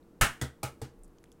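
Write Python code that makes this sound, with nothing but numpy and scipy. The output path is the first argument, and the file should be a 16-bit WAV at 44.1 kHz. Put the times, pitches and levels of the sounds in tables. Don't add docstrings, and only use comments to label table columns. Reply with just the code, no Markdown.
import sys
import numpy as np
from scipy import signal
from scipy.fft import rfft, irfft, next_fast_len
from scipy.io import wavfile
from scipy.ndimage import uniform_filter1d

SR = 44100
rng = np.random.default_rng(int(sys.argv[2]) if len(sys.argv) > 2 else 0)


def to_wav(sig):
    pcm = np.clip(np.atleast_2d(sig), -1, 1) * 32767
    pcm = np.round(pcm).astype(np.int16)
    wavfile.write(sys.argv[1], SR, pcm.T)


N = 61739
T = np.arange(N) / SR


def from_db(db):
    return 10 ** (np.asarray(db) / 20)


def rms_one(x):
    return x / np.sqrt(np.mean(x ** 2) + 1e-20)


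def at_hz(points, hz):
    table_hz, value = np.transpose(points)
    return np.interp(np.log(hz), np.log(table_hz), value)


def since(start):
    return np.maximum(T - start, 0)


def dying(age, t60):
    return from_db(-60 * age / t60)


def band_noise(low, high):
    sos = signal.butter(3, [low, min(high, .45 * SR)], "band", fs=SR, output="sos")
    return rms_one(signal.sosfilt(sos, rng.standard_normal(N)))


def ring(start, hz, t60):
    age = since(start)
    return np.sin(2 * np.pi * hz * age) * dying(age, t60)


MODE_SCATTER_DB, LONGEST_RING_S = 2.5, .26


def struck(modes, start):
    out = np.zeros(N)
    for k, (hz, db, t60) in enumerate(modes):
        strength = from_db(db + MODE_SCATTER_DB * rng.standard_normal())
        out += (-1) ** k * strength * ring(start, hz, min(t60, LONGEST_RING_S))
    return out


# frequency in Hz, relative density in dB per Hz.
RUSH_SPECTRUM = [(20, -0.5), (40, -2.5), (91, -6.5), (142, -8), (182, -1.5), (210, -7), (248, -0.5),
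                 (340, -5.5), (422, -10.5), (470, -9), (698, -17.5), (949, -19.5), (1300, -22.5),
                 (2000, -31), (3500, -36.5), (5500, -38.5), (9000, -38.5), (16000, -41)]
RUSH_DB = -59
# frequency in Hz, level in dB rms.
HUM_LINES = [(177.6, -75), (339.1, -69), (463.0, -70.5)]


def room_tone():
    hz = np.maximum(np.fft.rfftfreq(N, 1 / SR), 1)
    spectrum = rfft(rng.standard_normal(N)) * from_db(at_hz(RUSH_SPECTRUM, hz))
    rush = rms_one(irfft(spectrum, N))
    hum = np.zeros(N)
    for line_hz, db in HUM_LINES:
        hum += np.sqrt(2) * from_db(db) * np.sin(2 * np.pi * (line_hz * T + rng.random()))
    return from_db(RUSH_DB) * rush + hum


# start in seconds, level in dB, centre pitch in Hz, width in octaves, fall to 1/e in seconds.
SHELL_TICKS = [(0.027, -62, 3890, 0.28, 0.0013), (0.992, -64.5, 12000, 0.61, .001),
               (1.035, -55, 8700, 0.53, 0.0031), (1.044, -61.5, 8000, 1.0, 0.0076),
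               (1.079, -67.5, 8820, 1.2, 0.0035), (1.185, -55.5, 4450, 0.95, 0.00085),
               (1.231, -63, 9000, .6, 0.0011), (1.2405, -46, 2182, 0.85, 0.0004),
               (1.241, -52, 7530, 0.82, 0.0005), (1.258, -63.5, 2480, 0.84, 0.0012),
               (1.275, -71, 2500, 0.68, 0.0023), (1.3186, -57, 3100, 0.33, 0.0015),
               (1.318, -53.5, 6940, 1.3, 0.00074), (1.326, -56.5, 6600, 0.61, 0.0017)]
TICK_ROOM_DB, TICK_T60_S = -30, 0.18


def shell_ticks():
    out = np.zeros(N)
    for start, db, hz, octaves, fall in SHELL_TICKS:
        age = since(start)
        room = from_db(TICK_ROOM_DB) * dying(age, TICK_T60_S)
        envelope = (T > start) * (np.exp(-age / fall) + room)
        half_width = 2 ** (octaves / 2)
        out += from_db(db) * envelope * band_noise(hz / half_width, hz * half_width)
    return out


CRUNCH_RISE_S, CRUNCH_HOLD_S, CRUNCH_FALL_S = .0025, .0036, 0.004


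def burst(start):
    rise = np.minimum(since(start) / CRUNCH_RISE_S, 1) ** 2
    return rise * np.exp(-since(start + CRUNCH_HOLD_S) / CRUNCH_FALL_S)


CRUNCH_GRAIN_DB = 2.0
ECHO_S, ECHO_DB = .0065, -5


def crunch_envelope(start, snap_db):
    wobble = rms_one(uniform_filter1d(rng.standard_normal(N), size=24))
    grain = rms_one(from_db(CRUNCH_GRAIN_DB * np.tanh(wobble)))
    return from_db(snap_db) * grain * np.hypot(burst(start), from_db(ECHO_DB) * burst(start + ECHO_S))


CRACK_CENTRES = [160, 300, 700, 1500, 2700, 4500, 8500, 14000]
CRACK_LOW_HZ, SHELL_WIDTH_OCTAVES = 145, 0.099


def crack_spectrum(hz, size, colour, resonances):
    lift_db = np.zeros(len(hz))
    for peak_hz, db in resonances:
        lift_db += db * np.exp(-.5 * (np.log2(hz / peak_hz) / SHELL_WIDTH_OCTAVES) ** 2)
    per_octave = np.sqrt(SR / 2 / np.log(2) / hz)
    bass_cut = np.hypot(1, (CRACK_LOW_HZ / hz) ** 3)
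    colour_db = at_hz(list(zip(CRACK_CENTRES, colour)), hz)
    return rfft(rng.standard_normal(size)) * per_octave / bass_cut * from_db(colour_db + lift_db)


# band centre in Hz, direct crunch over room in dB before the snap level,
# room t60 in seconds before the knock's tail factor.
CRACK_BANDS = [(199, -3, 0.22), (680, -3.5, 0.19), (1690, -6.5, 0.21), (4500, -2.5, 0.17), (9000, 1.5, .17),
               (15000, -0.5, .145)]
ROOM_BUILD_S, LATE_DB, LATE_T60_S = 0.014, -25.5, 0.43


def crack(start, snap_db, tail, colour, resonances):
    size = next_fast_len(N)
    hz = np.maximum(np.fft.rfftfreq(size, 1 / SR), 1)
    age = since(start)
    noise = crack_spectrum(hz, size, colour, resonances)
    crunch = crunch_envelope(start, snap_db)
    build = 1 - np.exp(-age / ROOM_BUILD_S)
    late = from_db(LATE_DB) * dying(age, LATE_T60_S)
    centres = [row[0] for row in CRACK_BANDS]
    out = np.zeros(N)
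    for share, (_, crunch_db, t60) in zip(np.eye(len(CRACK_BANDS)), CRACK_BANDS):
        band = irfft(noise * at_hz(list(zip(centres, share)), hz), size)[:N]
        room = build * (dying(age, t60 * tail) + late)
        out += band * np.hypot(from_db(crunch_db) * crunch, room)
    return out


# start in seconds, table thump in dB, edge ring in dB, snap level in dB, tail length as a
# factor, then the crack's level in dB per octave at each of CRACK_CENTRES.
BLOWS = [ (0.2099, -23, -39, -1.2, 1.03, -29.5, -37, -27, -19, -21.5, -26.5, -21.5, -28.5),
         (0.4125, -26, -54.5, 2.2, 0.9, -41, -37.5, -37.5, -44.5, -44.5, -40, -38, -44.5),
         (0.6296, -29.5, -55, 1.3, 0.86, -50.5, -36.5, -39, -39.5, -41.5, -38.5, -36, -40.5),
         (0.8147, -33, -68, 1.2, 1.014, -78, -43, -53.5, -48.5, -53, -48.5, -50, -56)]
# one blow, as four pairs of frequency in Hz and lift in dB.
SHELL_RESONANCES = [
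    [(1340, 2.5), (1760, 4), (2880, 4), (3380, 0)],
    [(455, 0), (1520, 13), (1930, 15), (3370, 9.5)],
    [(600, 9.5), (830, 8.5), (1300, 9.5), (2340, 8)],
    [(450, 15), (810, 12), (2020, 0.5), (4560, 1)],
]


def shell_cracks():
    out = np.zeros(N)
    for (start, _, _, snap_db, tail, *colour), resonances in zip(BLOWS, SHELL_RESONANCES):
        out += crack(start, snap_db, tail, colour, resonances)
    return out


SWAY_HZ, SWAY_T60_S, SWAY_DB = 32.4, .11, -14.5


def table_sway():
    return from_db(SWAY_DB) * ring(BLOWS[0][0], SWAY_HZ, SWAY_T60_S)


# frequency in Hz, relative level in dB before scatter, t60 in seconds.
EGG_MODES = [(367, -6.5, 0.062), (527, 0, 0.051), (820, 1, 0.039)]
EGG_STRENGTHS = [-31, -46.5, -35, -45.5]


def egg_body():
    out = np.zeros(N)
    for (start, *_), db in zip(BLOWS, EGG_STRENGTHS):
        out += from_db(db) * struck(EGG_MODES, start + CRUNCH_RISE_S / 2)
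    return out


# frequency in Hz, relative level in dB before scatter, t60 in seconds before the ring cap.
EDGE_MODES = [(680, 0, 0.36), (764.5, 2, 0.25), (969.5, -8, 0.083), (1292, 5.5, 0.34), (1393, 2.5, 0.78),
              (1423, -8.5, 0.5), (1592, -6, 0.22), (1750, -4, 0.07), (2186, 0, 0.54), (2250, -6.5, 0.05),
              (2450, -7, 0.39), (2850, -1, 0.28), (3030, -9.5, 0.21), (3350, -15.5, 0.18)]


def edge_ring():
    out = np.zeros(N)
    for start, _, ring_db, *_ in BLOWS:
        out += from_db(ring_db) * struck(EDGE_MODES, start + CRUNCH_RISE_S)
    return out


# frequency in Hz, relative level in dB before scatter, t60 in seconds before the ring cap.
TABLE_MODES = [(72.5, -8.5, 0.25), (101.6, 5, 0.045), (130.4, 0.5, 0.19), (232.3, -15, 0.36),
               (277, -16.5, 0.05), (334.6, -14.5, 0.11), (457, -20.5, .14), (493.5, -21.5, 0.19)]
THUMP_LAG_S = 0.00366


def table_thump():
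    out = np.zeros(N)
    for start, thump_db, *_ in BLOWS:
        out += from_db(thump_db) * struck(TABLE_MODES, start + THUMP_LAG_S)
    return out


RUMBLE_AT_S, RUMBLE_HALF_LENGTH_S = 1.035, .065
RUMBLE_HZ, RUMBLE_DB = 30.3, -47.5


def rumble():
    swell = np.exp(-((T - RUMBLE_AT_S) / RUMBLE_HALF_LENGTH_S) ** 2)
    return from_db(RUMBLE_DB) * swell * np.sin(2 * np.pi * (RUMBLE_HZ * T + rng.random()))


def scene():
    background = room_tone() + shell_ticks() + rumble()
    blows = shell_cracks() + table_sway() + egg_body() + edge_ring() + table_thump()
    return (background + blows)[None]


LOW_CUT_HZ, CUTOFF_HZ = 6, 15800


def record(dry):
    low_cut = signal.butter(2, LOW_CUT_HZ, "high", fs=SR, output="sos")
    top_cut = signal.ellip(10, .2, 80, CUTOFF_HZ, fs=SR, output="sos")
    return signal.sosfilt(top_cut, signal.sosfilt(low_cut, dry))


dry = scene()
out = record(dry)
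to_wav(out)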